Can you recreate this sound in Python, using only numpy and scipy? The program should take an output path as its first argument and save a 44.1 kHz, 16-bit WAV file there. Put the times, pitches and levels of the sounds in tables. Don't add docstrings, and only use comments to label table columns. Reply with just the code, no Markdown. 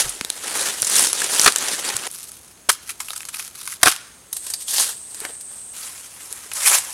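import sys
import numpy as np
from scipy import signal
from scipy.fft import rfft, irfft
from scipy.io import wavfile
from scipy.ndimage import uniform_filter1d, map_coordinates

SR = 44100
rng = np.random.default_rng(int(sys.argv[2]) if len(sys.argv) > 2 else 0)


def file_out(sig):
    cols = np.atleast_2d(sig).T
    lim = np.clip(cols, -1, 1)
    pcm = np.round(lim * 32767).astype(np.int16)
    wavfile.write(sys.argv[1], SR, pcm)


N = 305613
TIME = np.arange(N) / SR

# (start [s], end [s])
PEEL_S, PICK_S, PULL_S, RIP_S = (0, 2.075), (2.075, 4.31), (4.31, 5.735), (5.735, 7)

# (frequency [Hz], relative level [dB])
PEEL_COLOUR = [(47, -42), (80, -31), (182, -15.5), (441, -7), (672, -10.5), (917, -7), (1050, -9),
               (1670, -6), (2270, -7), (3620, -2.5), (9400, 5), (10500, 2), (16000, -21)]
PICK_COLOUR = [(150, -37), (600, -18.5), (900, -9), (1250, 0.5), (1800, -5), (2400, -3), (3200, -4.5),
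               (5500, -2.5), (7500, -2), (10500, 3), (13000, -7.5), (16000, -24)]
PULL_COLOUR = [(100, -30), (300, -11), (780, -4), (1400, -5), (1800, -3), (2150, -8.5), (3300, -5.5),
               (6000, -5), (9600, -2.5), (11000, -3), (13000, -12.5), (16000, -26)]
RIP_COLOUR = [(88, -66), (150, -34), (376, -24), (439, -14.5), (702, -12.5), (923, -7.5), (998, -6.5),
              (1260, -6.5), (4490, -6), (9820, 2.5), (11900, -4), (16000, -24)]

# (full force at [s], hold [s], build-up [s], dying away [s],
# fibre hiss before the stage's own gain [dB], sheet ring relative to the hiss, before that gain [dB])
TUGS = [(0, 0.0032, .01, 0.021, -14.5, -10), (0.054, 0.021, 0.045, 0.07, -30, -7),
        (0.461, 0.018, 0.059, 0.063, -30.5, -3.5), (0.569, 0.11, 0.063, 0.074, -24, -5),
        (0.798, 0.096, 0.06, 0.052, -28.5, -10.5), (0.964, 0.027, 0.058, 0.086, -15, -10.5),
        (1.18, 0.066, 0.05, .05, -24, -6), (1.349, .09, 0.052, 0.069, -19.5, -8),
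        (1.525, .01, .03, .03, -34, -8), (1.644, 0.097, 0.12, 0.037, -26, -4.5),
        (1.853, 0.036, 0.11, .11, -27.5, -3), (2.069, 0.017, 0.065, 0.16, -31.5, 1),
        (2.106, .04, 0.088, 0.21, -37, -10.5), (2.723, 0.0095, 0.015, .013, -28, -20),
        (2.891, 0.011, 0.036, 0.023, -35.5, -6), (3, 0.13, 0.017, 0.18, -37, -10),
        (3.355, 0.0043, 0.016, .015, -31.5, -3.5), (3.394, 0.031, 0.014, 0.041, -30.5, -8),
        (3.593, 0.015, 0.035, 0.045, -35, -6.5), (3.682, 0.039, 0.049, 0.031, -32.5, -9),
        (3.865, 0.018, 0.023, 0.034, -17.5, -1), (4.345, .02, 0.011, .06, -38, -24),
        (4.45, 0.069, .025, .05, -34, -11.5), (4.612, 0.0082, .02, 0.018, -30, -20),
        (4.69, 0.088, 0.014, 0.045, -22.5, -21), (4.795, 0.03, 0.05, 0.057, -15.5, -12.5),
        (4.872, 0.013, .02, 0.013, -25.5, -13), (5.173, 0.016, 0.084, 0.052, -37, -8.5),
        (5.225, 0.065, 0.028, 0.041, -38.5, 3), (5.52, 0.046, 0.047, 0.09, -45, -3.5),
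        (5.79, 0.065, .08, 0.21, -32.5, -8.5), (6.209, 0.25, .08, 0.049, -39, -6),
        (6.559, .02, .012, .02, -25, -9), (6.669, .1, 0.054, 0.026, -12, -7.5),
        (6.84, 0.034, .05, .15, -31, -5)]
TUG_SHAPE = 1.21

# (time [s], level before the stage's own gain [dB], decay [s],
# sheet ring relative to the snap [dB], pitch of the freed splinter [Hz])
SNAPS = [(.0922, -17.5, 0.0047, -31, 9800), (.2108, -15.5, 0.0011, 1, 3970), (0.2483, -9, .0006, -10, 4000),
         (0.3017, -4.5, 0.00071, -9, 3830), (0.8205, -1, 0.00052, -16, 9900),
         (0.827, -16, 0.0022, 0.5, 5660), (0.845, -14, .004, -24, 7050), (.869, -13.5, 0.0044, -12, 9000),
         (.8985, -6, .0006, -23, 8950), (.955, -5, .0008, -26, 9000), (.962, -9, 0.0034, -20, 6000),
         (0.9822, -6.5, 0.0023, -17, 5600), (1.0274, -8, .00085, -9, 8000), (0.9949, -3, 0.00099, -3, 9300),
         (1.0692, -12, 0.0028, -6, 5300), (1.1305, -1, 0.00053, -12, 10100),
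         (1.2178, -11.5, 0.0032, -6.5, 1680), (1.2426, -6.5, 0.00048, -23, 9200),
         (1.4343, -6, .0006, -21, 8100), (1.522, -12, 0.001, -9, 4200), (1.3952, 0, 0.0016, -7, 5550),
         (1.4145, -7, 0.0016, -12, 7700), (1.444, -8, 0.0042, -9, 7050), (1.5599, -5, 0.0013, -8, 7400),
         (1.5834, -13.5, 0.002, -15, 7300), (1.8875, -18.5, .004, -4, 4960), (1.966, -9, 0.0012, -10, 7500),
         (2.068, -22, 0.0027, -2, 9200), (2.114, -20, 0.00069, -22, 9300),
         (2.3178, -24.5, 0.00072, -18.5, 9800), (2.8911, -24, 0.0065, -8.5, 2240),
         (3.0018, -22, 0.0054, -2, 7300), (3.084, -25, .0016, -4.5, 2650), (3.105, -19, .0011, 0.5, 3620),
         (3.1324, -24, .0023, -3, 5550), (3.1607, -24.5, 0.0044, -6, 8250),
         (3.205, -23.5, 0.0015, -6, 2620), (3.2313, -28, .0006, -2, 2600),
         (3.252, -22.5, .0011, -6.5, 6800), (3.286, -25, 0.0046, -4.5, 8160),
         (3.343, -23, 0.0015, -2, 3170), (3.3947, -26, 0.0042, -3, 2600), (3.6747, -22.5, .003, -.5, 10100),
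         (3.725, -27.5, 0.0032, -7.5, 2040), (3.9214, -18.5, 0.0022, -4, 3320),
         (3.9625, -22.5, .0014, -1, 6800), (4.328, -14, 0.0037, -19.5, 11100),
         (4.3653, -18, 0.0054, -19, 10200), (4.466, -21, 0.0036, -15, 8200),
         (4.5, -20.5, 0.0074, -17, 8000), (4.536, -14.5, 0.0055, -20, 4700), (4.68, -20.5, .007, -17, 3400),
         (4.7806, -13, 0.0073, -9, 4140), (4.798, -12, 0.0026, -3, 8700), (5.145, -23.5, 0.0025, -14, 8300),
         (5.2033, -15, 0.00068, -17, 9200), (5.2498, -19.5, 0.0029, -2, 2040),
         (5.409, -28, 0.0053, -29, 10200), (6.3266, -17, 0.00057, -13, 8900),
         (6.5154, -26, 0.0031, -2.5, 2430), (6.534, -21, .0033, -24, 10700), (6.7844, -11, 0.001, -7, 8650)]

SMALL_SNAPS_PER_S, SMALL_SNAP_DB, SMALL_SNAP_SPREAD_DB = 45, 3, 2.5
SMALL_SNAP_DECAY_S, SMALL_SNAP_HZ = 0.0012, 6000

# (time [s], level before the overall crack gain [dB], decay [s],
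# blow to the trunk relative to the crack, before the trunk gain [dB])
CRACKS = [(1.4598, -2.5, 0.0052, 1.5), (1.4742, -3.5, 0.0063, 3), (2.6886, -17, 0.0037, -12),
          (2.6914, -2.5, 0.0058, -25), (2.699, -5.5, 0.0036, -31), (3.831, 10.5, 0.0019, -3.5),
          (3.8573, -5, 0.0038, 0.5), (3.867, -7, .0018, 1), (3.872, -4.5, .0018, 9), (3.880, -6, .0025, 3)]
# (frequency [Hz], relative level [dB])
CRACK_COLOUR = [(71, -28), (120, -28.5), (698, -7.5), (911, -4), (1320, 1.5), (2870, -4.5), (3310, -1.5),
                (7350, -5.5), (9990, 0.5), (11800, -11.5), (15000, -14), (16000, -53)]
# (pitch [Hz], width [Hz], relative peak level [dB])
TRUNK_MODES = [(340, 58, -8.5), (485, 160, -4.5), (703, 66, 0.5), (756, 77, -2), (1203, 84, 4),
               (1320, 130, 0.5), (1407, 110, 0.5), (1574, 100, 3), (1700, 110, -3), (1790, 85, -11.5),
               (2470, 300, -19), (3800, 86, -36)]

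# (time [s], level before doubling [dB], pitch [Hz], decay [s])
LOW_BUMPS = [(0.044, -42, 42, 0.046), (.059, -38.5, 129, 0.015), (0.213, -28.5, 232, 0.0026),
             (.819, -38, 118, 0.01), (1.947, -40.5, 116, 0.012), (2.689, -24, 600, .005),
             (3.832, -35, 55, 0.0082), (3.86, -31, 102, 0.0092), (5.218, -38, 430, 0.0072),
             (5.25, -43, 347, 0.0056), (5.3, -40.5, 460, .005), (6.314, -46, 446, 0.0066),
             (6.46, -46.5, 403, 0.0046)]
# (start [s], end [s], pitch [Hz], width [Hz], average level [dB])
INSECTS = [(.24, 0.38, 14000, 350, -53), (2.1, 6.9, 6460, 230, -58.5), (3.95, 4.4, 8700, 900, -56),
           (4.322, 5.74, 8470, 1040, -37), (5.74, 7.8, 8600, 2660, -48.5)]
# (frequency [Hz], relative level [dB])
FOREST_COLOUR = [(30, -23), (55, 1.5), (110, -2.5), (250, -4), (500, -6.5), (1000, -8.5), (2500, -13),
                 (5500, -15), (9500, -7.5), (12000, -18), (16000, -24)]
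FOREST_DB = -49.5
TOP_HZ = 16000


def tear(stage, colour, rate, scatter_db, jerk_db, wander_db, hiss_db, ring_db, snap_db,
         rest_db, rest_ring_db, split_hz=3000):
    start, end = stage
    hiss, ring = effort(start, end)
    hiss = np.hypot(hiss * undb(hiss_db), undb(rest_db))
    ring = np.hypot(ring * undb(ring_db), undb(rest_ring_db))

    jerks = undb(jerk_db * walk(130))
    jerks = jerks / np.sqrt(np.mean(jerks ** 2))
    breaks = wander(fibres(rate, scatter_db), wander_db) * jerks
    breaks = breaks * (TIME >= start) * (TIME < end)
    front, sheet = breaks * hiss, breaks * ring

    for at, db, decay_s, sheet_db, hz in SNAPS + small_snaps(start, end, hiss, ring):
        if start <= at < end:
            snap = splinter(bundle(decay_s), hz) * undb(db + snap_db)
            add(front, at, snap)
            add(sheet, at, snap * undb(sheet_db))

    bark = response(colour)
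    treble = through(front, unit(steep(bark, split_hz, "high")))
    body = through(sheet, unit(steep(bark, split_hz, "low")))
    return treble + body


def effort(start, end):
    front_power, sheet_power = np.zeros(N), np.zeros(N)
    for at, hold_s, build_s, fade_s, db, ring_db in TUGS:
        if start <= at < end:
            before = np.maximum(at - TIME, 0) / build_s
            after = np.maximum(TIME - at - hold_s, 0) / fade_s
            away = np.minimum(before + after, 20)
            power = undb(db) ** 2 * np.exp(-2 * away ** TUG_SHAPE)
            front_power += power
            sheet_power += power * undb(ring_db) ** 2
    return np.sqrt(front_power), np.sqrt(sheet_power)


def fibres(rate, scatter_db):
    breaks = rng.random(N) < rate / SR
    size = undb(scatter_db * np.minimum(rng.exponential(size=N), 4.5))
    direction = rng.choice([-1, 1], N)
    return unit(breaks * size * direction) * np.sqrt(N)


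def wander(x, db, size=256, patch_s=.018, patch_hz=600):
    hz, s, spectrum = signal.stft(x, SR, nperseg=size)
    where = np.meshgrid(np.sqrt(hz / patch_hz) * 4, s / patch_s, indexing="ij")
    field = map_coordinates(rng.standard_normal((90, 720)), where, order=1)
    gain = undb(db * field)
    gain = gain / np.sqrt(np.mean(gain ** 2))
    return signal.istft(spectrum * gain, SR, nperseg=size)[1][:N]


def small_snaps(start, end, hiss, ring):
    rows = []
    for wait, size, length, sheet, pitch in rng.random((200, 5)):
        start += -np.log(1 - wait) / SMALL_SNAPS_PER_S
        i = int(start * SR)
        if start >= end or i >= N:
            break
        db = 20 * np.log10(hiss[i]) + SMALL_SNAP_DB + SMALL_SNAP_SPREAD_DB * (2 * size - 1)
        sheet_db = 20 * np.log10(ring[i] / hiss[i]) + SMALL_SNAP_SPREAD_DB * (2 * sheet - 1)
        decay_s = SMALL_SNAP_DECAY_S * 2 ** (2 * length - 1)
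        hz = SMALL_SNAP_HZ * 2 ** (2 * pitch - 1)
        rows.append((start, db, decay_s, sheet_db, hz))
    return rows


def bundle(decay_s, rise=0.28, scatter_db=6, size=2048):
    age = np.arange(size) / SR / decay_s
    direction = rng.choice([-1, 1], size)
    breaks = direction * undb(scatter_db * np.clip(rng.standard_normal(size), -2, 2))
    swell = np.exp(-age) * (1 - np.exp(-age / rise))
    return unit(breaks * swell) * np.sqrt(decay_s * SR / 2)


def splinter(snap, hz, share=0.17, quality=6):
    ring = signal.lfilter(*signal.iirpeak(hz, quality, fs=SR), snap)
    mixed = np.sqrt(1 - share) * unit(snap) + np.sqrt(share) * unit(ring)
    return unit(mixed) * np.linalg.norm(snap)


def cracks(crack_db=-1.0, trunk_db=-4.5, size=4096):
    burst, blow = np.zeros(N), np.zeros(N)
    for at, db, decay_s, ring_db in CRACKS:
        crack = bundle(decay_s, rise=0.37, scatter_db=3) * undb(db)
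        add(burst, at, crack)
        add(blow, at, crack * undb(ring_db))

    t = np.arange(size) / SR
    wood = np.zeros(size)
    for hz, width, db in TRUNK_MODES:
        fade = width * np.exp(-np.pi * width * t)
        wood += undb(db) * fade * np.cos(2 * np.pi * hz * t)
    bark = undb(crack_db) * through(burst, response(CRACK_COLOUR))
    trunk = undb(trunk_db) * through(blow, unit(wood))
    return bark + trunk


def low_bumps():
    out, t = np.zeros(N), np.arange(SR // 2) / SR
    for at, db, hz, decay_s in LOW_BUMPS:
        add(out, at, 2 * undb(db) * np.sin(2 * np.pi * hz * t) * np.exp(-t / decay_s))
    return out


def trees(x, near_db=-13, near_t60=0.13, far_db=-23, far_t60=0.67, far_hz=8000):
    t = np.arange(SR) / SR
    near = rng.standard_normal(SR) * undb(-60 * t / near_t60) * (t > .003)
    far = rng.standard_normal(SR) * undb(-60 * t / far_t60) * (t > .015)
    far = signal.sosfilt(signal.butter(1, [1400, far_hz], "band", fs=SR, output="sos"), far)
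    return through(x, undb(near_db) * unit(near) + undb(far_db) * unit(far))


def insects():
    out, grid = np.zeros(N), np.fft.rfftfreq(N, 1 / SR)
    for start, end, hz, width_hz, db in INSECTS:
        resonance = 1 / (1 + ((grid - hz) / width_hz * 2) ** 2)
        buzz = irfft(rfft(rng.standard_normal(N)) * resonance, N)
        buzz = unit(buzz) * np.sqrt(N)
        singing = uniform_filter1d(1. * ((TIME > start) & (TIME < end)), size=600)
        out += buzz * singing * undb(db + 0.55 * walk(55))
    return out


def forest():
    air = through(rng.standard_normal(N), response(FOREST_COLOUR))
    return air * undb(FOREST_DB + 0.38 * walk(4.5))


def undb(db):
    return 10 ** (np.asarray(db) / 20)


def unit(h):
    return h / np.sqrt(np.sum(h ** 2) + 1e-18)


def through(x, h):
    return signal.fftconvolve(x, h)[:N]


def add(track, s, sound):
    i = int(s * SR)
    track[i:i + len(sound)] += sound[:N - i]


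def response(colour, size=2048):
    hz, db = np.transpose(colour)
    grid = np.maximum(np.fft.rfftfreq(size, 1 / SR), 1)
    gain = undb(np.interp(np.log(grid), np.log(hz), db))
    cepstrum = irfft(np.log(gain))
    cepstrum[1:size // 2] *= 2
    cepstrum[size // 2 + 1:] = 0
    return unit(irfft(np.exp(rfft(cepstrum))))


def steep(x, hz, kind):
    sos = signal.butter(2, hz, kind, fs=SR, output="sos")
    return signal.sosfilt(sos, signal.sosfilt(sos, x))


def walk(rate):
    k = int(SR / rate)
    steps = np.repeat(rng.standard_normal(N // k + 1), k)
    smooth = uniform_filter1d(steps, k)[:N]
    return smooth / smooth.std()


def scene(close_db=-8, crack_echo_db=-4):
    peel = tear(PEEL_S, PEEL_COLOUR, rate=7000, scatter_db=3.0, jerk_db=1.55, wander_db=2.5,
                hiss_db=-.4, ring_db=-0.13, snap_db=-0.8, rest_db=-40, rest_ring_db=-46)
    pick = tear(PICK_S, PICK_COLOUR, rate=4000, scatter_db=4.0, jerk_db=3.5, wander_db=2.5,
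                hiss_db=0.4, ring_db=-6, snap_db=0.5, rest_db=-59, rest_ring_db=-63.5)
    pull = tear(PULL_S, PULL_COLOUR, rate=14000, scatter_db=3.0, jerk_db=2.0, wander_db=2.5,
                hiss_db=-3.0, ring_db=-6.5, snap_db=-1.9, rest_db=-53.5, rest_ring_db=-69)
    rip = tear(RIP_S, RIP_COLOUR, rate=14000, scatter_db=3.0, jerk_db=1.66, wander_db=3.0,
               hiss_db=-3, ring_db=-5.5, snap_db=0.9, rest_db=-45.5, rest_ring_db=-55)
    crack = cracks()
    echo = trees(undb(close_db) * peel + pick + pull + rip + undb(crack_echo_db) * crack)
    bark = peel + pick + pull + rip + crack
    return (bark + echo + low_bumps() + insects() + forest())[None]


def record(dry):
    rounded = dry / (1 + (dry / .95) ** 8) ** (1 / 8)
    top_cut = signal.ellip(10, .2, 85, TOP_HZ, fs=SR, output="sos")
    return signal.sosfilt(top_cut, rounded)


dry = scene()
out = record(dry)
file_out(out)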